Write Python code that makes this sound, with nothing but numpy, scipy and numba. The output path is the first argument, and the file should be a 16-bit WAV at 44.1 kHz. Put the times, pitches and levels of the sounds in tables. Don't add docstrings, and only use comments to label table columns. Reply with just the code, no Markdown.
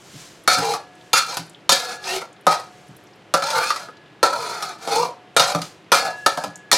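import sys
import numpy as np
from scipy import signal
from scipy.fft import rfft, irfft, next_fast_len
from scipy.io import wavfile
from scipy.ndimage import uniform_filter1d, minimum_filter1d
from numba import njit

SR = 44100
rng = np.random.default_rng(int(sys.argv[2]) if len(sys.argv) > 2 else 0)


def inscribe(sig):
    pcm = np.round(np.clip(np.atleast_2d(sig).T, -1, 1) * 32767)
    wavfile.write(sys.argv[1], SR, pcm.astype(np.int16))


N = 298557
TIME = np.arange(N) / SR
THUD, BOWL, CLANG, EDGE = range(4)

# (time [s], edge level [dB], bowl level [dB], clang level [dB], clang pitch [Hz], skid length [s])
STRIKES = [(0.4763, -8, -20, -10.5, 1380, 0.11), (0.737, -21.5, -33.5, -24.5, 1140, 0.00079),
           (1.1313, -7.5, -21.5, -18, 1407, 0.0043), (1.3695, -17.5, -31.5, -27.5, 1510, 0.0087),
           (1.6926, -3.5, -21, -14.5, 1336, 0.057), (1.7206, -2.5, -23, -33, 1733, 0),
           (2.2163, -34.5, -35, -30.5, 1385, 0), (2.4676, -12.5, -13, -13, 1230, 0.012),
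           (2.597, -32, -39, -38, 1450, 0.046), (3.3389, -10.5, -15, -11, 1360, 0.017),
           (3.422, -24, -29, -20, 1306, 0.0053), (3.503, -18.5, -48, -56.5, 1270, 0),
           (3.704, -19, -34.5, -16, 1255, 0), (3.76, -24, -40.5, -27.5, 1260, 0.052),
           (3.885, -50, -40.5, -37, 1266, 0), (4.2289, -7, -13.5, -9.5, 1325, 0.028),
           (4.6248, -20, -35, -25.5, 1350, 0.02), (4.8744, -24.5, -26.5, -28.5, 1250, 0),
           (5.3649, -7.5, -20.5, -13, 1282, 0.075), (5.396, -4, -18.5, -13, 1400, 0.027),
           (5.5483, -20.5, -21.5, -22, 1200, 0.028), (5.617, -20.5, -45.5, -31.5, 1492, 0),
           (5.9184, -3, -15.5, -9, 1350, 0.058), (6.262, -8, -17.5, -12, 1347, 0.0086),
           (6.3738, -25, -24.5, -26.5, 1580, 0.051), (6.4376, -23.5, -26.5, -27.5, 1250, 0.00041),
           (6.7152, -5, -28, -15.5, 1895, 0), (6.7277, -2.5, -19, -37, 1650, .04)]


def from_db(db):
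    return 10 ** (np.asarray(db) / 20)


def unit_power(x):
    return x / np.sqrt(np.mean(x ** 2) + 1e-20)


def gain_at(colour, hz):
    colour = np.array(colour)
    return from_db(np.interp(np.log(hz + 1e-9), np.log(colour[:, 0]), colour[:, 1]))


def filtered(x, colour):
    size = next_fast_len(N)
    return irfft(rfft(x, size) * gain_at(colour, np.fft.rfftfreq(size, 1 / SR)), size)[:N]


def band(x, which):
    borders_hz = [110, 350, 1100, 2100, 16500]
    bandpass = signal.butter(3, borders_hz[which:which + 2], "band", fs=SR, output="sos")
    return signal.sosfilt(bandpass, x + 1e-18)


def add(out, s, sound):
    start = max(round(s * SR), 0)
    out[start:start + len(sound)] += sound[:N - start]


def fading_tone(t, hz, level_db, t60):
    return np.sin(2 * np.pi * hz * t) * from_db(level_db - 60 * t / t60)


def drift(per_s):
    return unit_power(np.interp(TIME * per_s, np.arange(N // 20), rng.standard_normal(N // 20)))


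def evened(x):
    return x / np.sqrt(np.abs(uniform_filter1d(x ** 2, SR // 36)) + 1e-12)


def clicks(per_s, spread_db):
    sizes = from_db(spread_db * np.minimum(rng.exponential(1, N), 5)) * rng.choice([-1, 1], N)
    return unit_power(sizes * (rng.random(N) < per_s / SR))


@njit
def vibrate(x, angle, decay):
    out, state = np.zeros(len(x)), 0j
    for i in range(len(x)):
        state = state * decay * np.exp(1j * angle[i]) + x[i]
        out[i] = state.real
    return out


def resonance(x, hz, width_hz):
    return evened(vibrate(x, 2 * np.pi * hz / SR, np.exp(-np.pi * width_hz / SR)))


def kitchen_noise(level_db):
    # (pitch [Hz], level [dB])
    colour = [(25, -42), (120, -1), (207, 0), (250, -9), (301, 0.5), (740, -6.5),
              (1100, -9), (3000, -14), (11500, -40), (15000, -51.5)]
    return from_db(level_db) * unit_power(filtered(rng.standard_normal(N), colour))


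def room_echo(x, t60, cutoff_hz):
    t = np.arange(SR // 2) / SR
    tail = rng.standard_normal(len(t)) * from_db(-60 * t / t60) * (t > .004)
    tail = signal.lfilter(*signal.butter(1, cutoff_hz, fs=SR), tail)
    return signal.oaconvolve(x, tail / np.linalg.norm(tail))[:N]


def sizzle_and_ticks(flare_db, tick_s, small_spit_db, small_spits):
    # (peak time [s], rise [s], fall [s], level [dB])
    sizzles = [(.21, 0.16, 0.12, -43), (1.05, 0.15, 0.36, -58.5), (2.75, 0.13, 0.31, -57.5),
               (5.635, .008, 0.05, -39), (6.19, .08, .12, -50.5)]
    # (pitch [Hz], level [dB])
    colour = [(1500, -2.5), (5400, 1), (7200, 0), (9000, -5.5), (12000, -12), (15500, -22)]
    # (time [s], peak level [dB], pitch [Hz])
    ticks = [(1.496, -36, 8400), (1.546, -32, 3060), (2.0408, -21.5, 4000), (2.8835, -45, 9100),
             (6.557, -26.5, 7200)]
    flares = sum(from_db(db) * np.exp(-np.maximum((s - TIME) / rise_s, (TIME - s) / fall_s))
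                 for s, rise_s, fall_s, db in sizzles)
    simmer = from_db(-75.5 - 4.5 * TIME)
    bubbles = unit_power(filtered(clicks(per_s=9400, spread_db=2.0), colour))
    out = bubbles * np.hypot(from_db(flare_db) * flares, simmer)
    t = np.arange(SR // 25) / SR
    small = [(when * N / SR, small_spit_db + 12 * size ** 3, 3000 * 4 ** pitch)
             for when, size, pitch in rng.random((small_spits, 3))]
    for s, peak_db, hz in ticks + small:
        burst = rng.standard_normal(len(t)) * np.exp(-t / tick_s)
        pop = signal.sosfilt(signal.butter(2, [hz / 1.2, hz * 1.2], "band", fs=SR, output="sos"), burst)
        add(out, s, pop / np.abs(pop).max() * from_db(peak_db))
    return out


def hob_bumps(gain_db, rock_s):
    # (time [s], level [dB])
    bumps = [(0.144, -36.5), (0.574, -27), (1.386, -33.5), (2.892, -38.5), (5.549, -22), (5.599, -33.5),
             (6.456, -35)]
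    # (pitch [Hz], level [dB], fade time [s])
    modes = [(132, -6.5, 0.099), (167, -6, 0.16), (178, 7, 0.042), (291, -1, 0.083), (365, 2, 0.053)]
    out, t = np.zeros(N), np.arange(SR // 3) / SR
    body = sum(fading_tone(t, *mode) for mode in modes)
    for s, level_db in bumps:
        rocking = rng.standard_normal(len(t)) * t * np.exp(-t / rock_s)
        bump = band(band(signal.fftconvolve(rocking, body), THUD), THUD)
        add(out, s - rock_s, bump / np.abs(bump).max() * from_db(level_db + gain_db))
    return out


def after_rings():
    # (time [s], ladle level [dB], wok level [dB])
    rings = [(0.476, -44, -34), (1.72, -35, -36), (2.04, -58, -46), (2.467, -57, -40), (3.339, -37.5, -43),
             (4.229, -51, -46), (4.95, -58, -39), (5.919, -29.5, -37)]
    # (pitch [Hz], level [dB], fade time [s])
    ladle_modes = [(1669, -6, 2), (1691, 0, 2.1), (2735, -11, 1.4)]
    wok_modes = [(502, 2, .6), (727, -4.5, 2.1)]
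    out = np.zeros(N)
    ends = [row[0] for row in rings[1:]] + [N / SR]
    for (s, ladle_db, wok_db), end in zip(rings, ends):
        t = np.arange(round((end - s) * SR)) / SR
        for modes, blow_db in ((ladle_modes, ladle_db), (wok_modes, wok_db)):
            for hz, level_db, t60 in modes:
                add(out, s, fading_tone(t, hz, blow_db + level_db, t60))
    return out


def wok_taps(count, width_hz, weak_db, weak_width_hz, width_per_khz, scatter_db):
    # (pitch [Hz], level [dB])
    modes = [(166, -16), (556, -3), (667.5, -11), (762, -11), (865, -10), (986, -8), (1263, -3), (1300, -6),
             (1345, -2), (1770, -13), (2251, -18), (2392, -14), (2733, -19), (3624, -13), (3711, -13),
             (4150, -10), (4328, -10), (4814, -13), (6528, -14), (6910, -14), (8507, -15)]
    # (pitch [Hz], level [dB])
    colour = [(100, -35), (400, -8), (550, 3), (700, 2), (900, 4), (1100, -4), (1350, -3.5), (2000, -12),
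              (3100, -2), (4300, 3.5), (5800, 0), (8500, -3.5), (11000, -4.5), (15500, -22)]
    t = np.arange(SR // 3) / SR
    hz, level_db = np.transpose(modes)
    weak_hz = np.linspace(np.sqrt(100), np.sqrt(16000), 360) ** 2 * rng.uniform(.99, 1.01, 360)
    strong = from_db(level_db + scatter_db * rng.standard_normal((count, len(hz))))
    strong *= rng.choice([-1, 1], strong.shape)
    weak = from_db(weak_db) * gain_at(colour, weak_hz) * rng.standard_normal((count, len(weak_hz)))
    widths = np.r_[np.full(len(hz), width_hz), weak_width_hz + width_per_khz * weak_hz / 1000]
    tones = np.sin(np.outer(2 * np.pi * np.r_[hz, weak_hz], t).astype("f4"))
    fades = np.exp(np.maximum(np.outer(-np.pi * widths, t), -40).astype("f4"))
    return np.hstack([strong, weak]) @ (tones * fades)


def whines(friction, gain_db):
    # (time [s], length [s], level [dB], first pitch [Hz], last pitch [Hz])
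    glides = [(2.04, 0.13, -33, 1750, 1920), (2.041, .14, -30, 2520, 2930), (2.091, 0.11, -26, 370, 388),
              (3.503, .16, -23.5, 1320, 1520), (3.536, 0.16, -25, 1200, 1225),
              (3.569, 0.17, -30.5, 2214, 2650), (4.314, 0.053, -22, 1315, 1416),
              (4.993, 0.082, -25, 1161, 1195)]
    out = np.zeros(N)
    for s, length_s, level_db, first_hz, last_hz in glides:
        progress = np.clip((TIME - s) / length_s, 0, 1)
        tone = resonance(friction, first_hz + (last_hz - first_hz) * progress, width_hz=first_hz / 70)
        out += tone * np.sin(np.pi * progress) * from_db(level_db + gain_db)
    return out


def slides(clock):
    # (time [s], length [s], bowl level [dB], clang level [dB],
    # edge level [dB], low pitch [Hz], middle pitch [Hz], glide [octaves/s])
    pushes = [(0.508, 0.03, -28.5, -32, -18, 603, 697, 0), (0.631, 0.099, -20, -44, -28, 453, 813, 0),
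              (1.168, 0.018, -31.5, -16, -15, 544, 802, 0),
              (1.292, 0.049, -33.5, -32.5, -30, 503, 821, 2.5),
              (1.765, 0.17, -33.5, -35, -32.5, 488, 741, 0.5),
              (2.071, 0.1, -28.5, -34, -27.5, 380, 761, 0.3),
              (2.52, 0.0076, -21.5, -21.5, -23.5, 654, 830, -7),
              (3.434, 0.079, -27, -30.5, -27, 569, 873, 3), (3.555, 0.034, -19, -23.5, -25, 518, 882, -0.5),
              (3.623, 0.092, -33.5, -29, -27, 520, 874, 1.5), (3.747, 0.1, -41, -42, -45.5, 640, 700, -1.5),
              (4.333, 0.035, -23, -45, -32, 588, 950, -3.5), (4.404, 0.13, -29, -31.5, -32, 427, 976, -1),
              (4.54, 0.17, -34.5, -32, -36, 409, 803, -2), (4.829, 0.075, -39, -39, -38.5, 470, 780, 0.5),
              (4.922, 0.046, -18.5, -29, -23.5, 445, 792, -0.5),
              (4.971, 0.066, -17.5, -39, -29, 487, 960, 0.5), (5.493, 0.014, -22, -28, -25, 580, 763, 2.5),
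              (6.05, 0.031, -21.5, -28, -32, 662, 766, -2)]
    # (bowl [dB/s], clang [dB/s], edge [dB/s])
    swell_rates = [319.5, 334.5, 353.5]
    fade_rates = [262.5, 246.5, 312]
    # (bowl [dB], clang [dB], edge [dB])
    skid_db = [-7, -10, -16]
    # (low [Hz], middle [Hz], clang [Hz])
    rest_hz = [549.7, 743.6, 1343]
    skid_rise_s, skid_fade_db_per_s = 0.0082, 209
    glide_reach_s, glide_shares = 0.078, [0.95, 1, 0.85]
    for s, edge_db, bowl_db, clang_db, clang_hz, skid_s in STRIKES:
        if skid_s > 0:
            rise = np.clip((clock - s) / skid_rise_s, 0, 1)
            fade = from_db(-skid_fade_db_per_s * np.maximum(clock - s - skid_s, 0))
            gains = from_db(np.add([bowl_db, clang_db, edge_db], skid_db))
            yield np.outer(gains, rise * fade), np.c_[[rest_hz[0], rest_hz[1], clang_hz]]
    for s, length_s, bowl_db, clang_db, edge_db, low_hz, middle_hz, glide_rate in pushes:
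        loss_db = np.outer(swell_rates, np.maximum(s - clock, 0))
        loss_db += np.outer(fade_rates, np.maximum(clock - s - length_s, 0))
        octaves = glide_rate * np.clip(clock - s - length_s / 2, -glide_reach_s, glide_reach_s)
        pitches = np.c_[[low_hz, middle_hz, rest_hz[2]]] * 2 ** np.outer(glide_shares, octaves)
        landed = max(when for when, *_, skid_s in STRIKES if when < s and skid_s > 0)
        yield from_db(np.c_[[bowl_db, clang_db, edge_db]] - loss_db) * (clock > landed), pitches


def ladle_motion():
    clock = TIME[::32]
    moves = list(slides(clock))
    levels_db = 10 * np.log10(sum(gains ** 2 for gains, _ in moves) + 1e-12)
    weights = [gains[0] ** 2 + 1e-30 for gains, _ in moves]
    pitches = sum(weight * hz for weight, (_, hz) in zip(weights, moves)) / sum(weights)
    return [np.interp(TIME, clock, row) for row in (*levels_db, *pitches)]


def scrapes(taps, slips_per_s, judder_db, bend, singing_db):
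    # (pitch [Hz], level [dB])
    steel_colour = [(2400, 3), (2950, -8.5), (3550, -0.5), (7000, -7.5), (15000, -8)]
    grit_colour = [(1500, -13), (2400, 0), (3000, -9.5), (4300, 3), (6000, -4), (11000, -11.5),
                   (15500, -23.5)]
    bowl_db, clang_db, edge_db, low_hz, middle_hz, clang_hz = ladle_motion()
    friction = clicks(slips_per_s, spread_db=2.5) * from_db(judder_db * drift(per_s=75))
    place = TIME * 9 + drift(per_s=3)
    wok = np.zeros(N)
    for k, tap in enumerate(taps):
        nearness = np.cos(place + np.pi * k / len(taps)) ** 4
        wok += signal.oaconvolve(friction * nearness, tap)[:N]
    wavering_time = TIME + np.cumsum(bend * drift(per_s=8)) / SR
    bent = np.interp(wavering_time, TIME, wok, period=N / SR)

    singing = from_db(singing_db + 0.5 * (bowl_db - bowl_db.max()))
    gliding = resonance(friction, middle_hz, width_hz=24)
    gliding += from_db(-5) * resonance(friction, low_hz, width_hz=15)
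    thud = evened(band(band(bent, THUD), THUD))
    bowl = evened(evened(band(bent, BOWL)) + singing * band(gliding, BOWL)) + from_db(-22) * thud

    clang_glide = band(resonance(friction, clang_hz, width_hz=68), CLANG)
    clang = evened(evened(band(bent, CLANG)) + from_db(-1.5) * clang_glide)

    steel = evened(filtered(band(wok, EDGE), steel_colour))
    grit = unit_power(filtered(friction, grit_colour))
    edge_glide = band(resonance(friction, 3.15 * clang_hz, width_hz=25), EDGE)
    edge = evened(steel + from_db(-1.5) * grit + from_db(-8.5) * edge_glide)
    out = bowl * from_db(bowl_db - 3) + clang * from_db(clang_db - 3) + edge * from_db(edge_db - 1.5)
    return out + whines(friction, gain_db=-3)


def favoured_modes(gain_db, step_db, t60, ping_t60):
    # (time [s], ping level [dB], strongest mode's level [dB], modes, strongest first [Hz])
    spots = [(0.4762, -21, -12, (1345, 1300, 1770, 2251, 4437, 3711)),
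             (1.1319, -20, -13, (1345, 1300, 4814, 2392, 2733, 6910, 6528)),
             (1.6926, -25, -15, (3624, 1345, 6910, 4100, 6528, 556)), (2.4674, -50, -7, (1263, 762)),
             (3.34, -42, -15, (556, 1345, 1300)), (4.23, -40, -13, (1345, 1300, 556, 986)),
             (5.3649, -26, -13, (3711, 556, 1345, 8507, 4328, 667.5, 6528)),
             (5.9184, -22, -13, (1263, 556, 1345, 4328, 2392, 8507)), (6.262, -26, -15, (1345, 1770, 556)),
             (6.7152, -26, -17, (1790, 4150, 4542))]
    # (pitch [Hz], level [dB])
    rim_colour = [(9800, -12), (10700, -0.5), (11500, -16), (15500, -16)]
    out, t = np.zeros(N), np.arange(SR // 2) / SR
    rim_hz = np.geomspace(rim_colour[0][0], rim_colour[-1][0], num=50)
    rim = fading_tone(t, rim_hz[:, None], 0, ping_t60)
    for s, ping_db, level_db, modes in spots:
        strengths = gain_at(rim_colour, rim_hz) * rng.standard_normal(len(rim_hz))
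        add(out, s, from_db(ping_db) * strengths / np.linalg.norm(strengths) @ rim)
        for rank, hz in enumerate(modes, 1):
            mode_db = level_db + gain_db - step_db * np.log2(rank)
            add(out, s, (-1) ** rank * fading_tone(t, hz, mode_db, t60))
    return signal.sosfilt(signal.butter(2, 350, "high", fs=SR, output="sos"), out + 1e-18)


def clanks(taps, contact_db, contact_t60, damping_t60, bounces_per_s, chatter_db, chatter_s):
    out, t = np.zeros(N), np.arange(taps.shape[1]) / SR
    attack = slice(SR // 40)
    for (s, edge_db, bowl_db, clang_db, clang_hz, _), tap in zip(STRIKES, taps):
        bounces = (rng.random(len(t)) < bounces_per_s / SR) * rng.standard_normal(len(t))
        force = from_db(chatter_db) * bounces * np.exp(-t / chatter_s)
        force[0] = 1
        clang = fading_tone(t, clang_hz, contact_db, contact_t60)
        body = (tap / np.std(tap[attack]) + clang) * from_db(-60 * t / damping_t60)
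        blow = signal.fftconvolve(force, body)[:len(t)]
        levels_db = {THUD: bowl_db - 13, BOWL: bowl_db, CLANG: clang_db - 2, EDGE: edge_db - 11}
        for which, level_db in levels_db.items():
            part = band(blow, which)
            add(out, s, part / np.std(part[attack]) * from_db(level_db))
    return out


def scene():
    # (pitch [Hz], side level compared with the middle [dB])
    width = [(500, -30), (1300, -23), (5000, -17.5), (13000, -15)]
    side_delay_s = .0047
    taps = wok_taps(count=len(STRIKES) + 4, width_hz=15, weak_db=-12, weak_width_hz=24,
                    width_per_khz=0.6, scatter_db=3.5)
    near = clanks(taps[:len(STRIKES)], contact_db=-5, contact_t60=0.43, damping_t60=0.1,
                  bounces_per_s=900, chatter_db=-7.5, chatter_s=0.0086)
    near += scrapes(taps[len(STRIKES):], slips_per_s=5200, judder_db=4.5, bend=.022, singing_db=10.5)
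    near += favoured_modes(gain_db=-1, step_db=2.5, t60=0.28, ping_t60=.09)
    near += after_rings()
    near += hob_bumps(gain_db=3, rock_s=0.013)
    near += sizzle_and_ticks(flare_db=0.5, tick_s=0.0044, small_spit_db=-53, small_spits=80)
    background = kitchen_noise(level_db=-49)
    all_round = kitchen_noise(level_db=-66.5)
    middle = near + from_db(-12.5) * room_echo(near, t60=0.26, cutoff_hz=6150)
    delayed = np.pad(middle, (round(side_delay_s * SR), 0))[:N]
    side = filtered(delayed, width) + all_round
    return (middle + background + np.array([side, -side])) * from_db([[.1], [-.1]])


def record(dry):
    window, cutoff_hz = round(.003 * SR), 16200
    needed_gain = 1 / np.maximum(np.abs(dry).max(axis=0), 1)
    gain = uniform_filter1d(minimum_filter1d(needed_gain, window), window)
    return signal.sosfilt(signal.ellip(10, .1, 90, cutoff_hz, fs=SR, output="sos"), dry * gain)


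dry = scene()
out = record(dry)
inscribe(out)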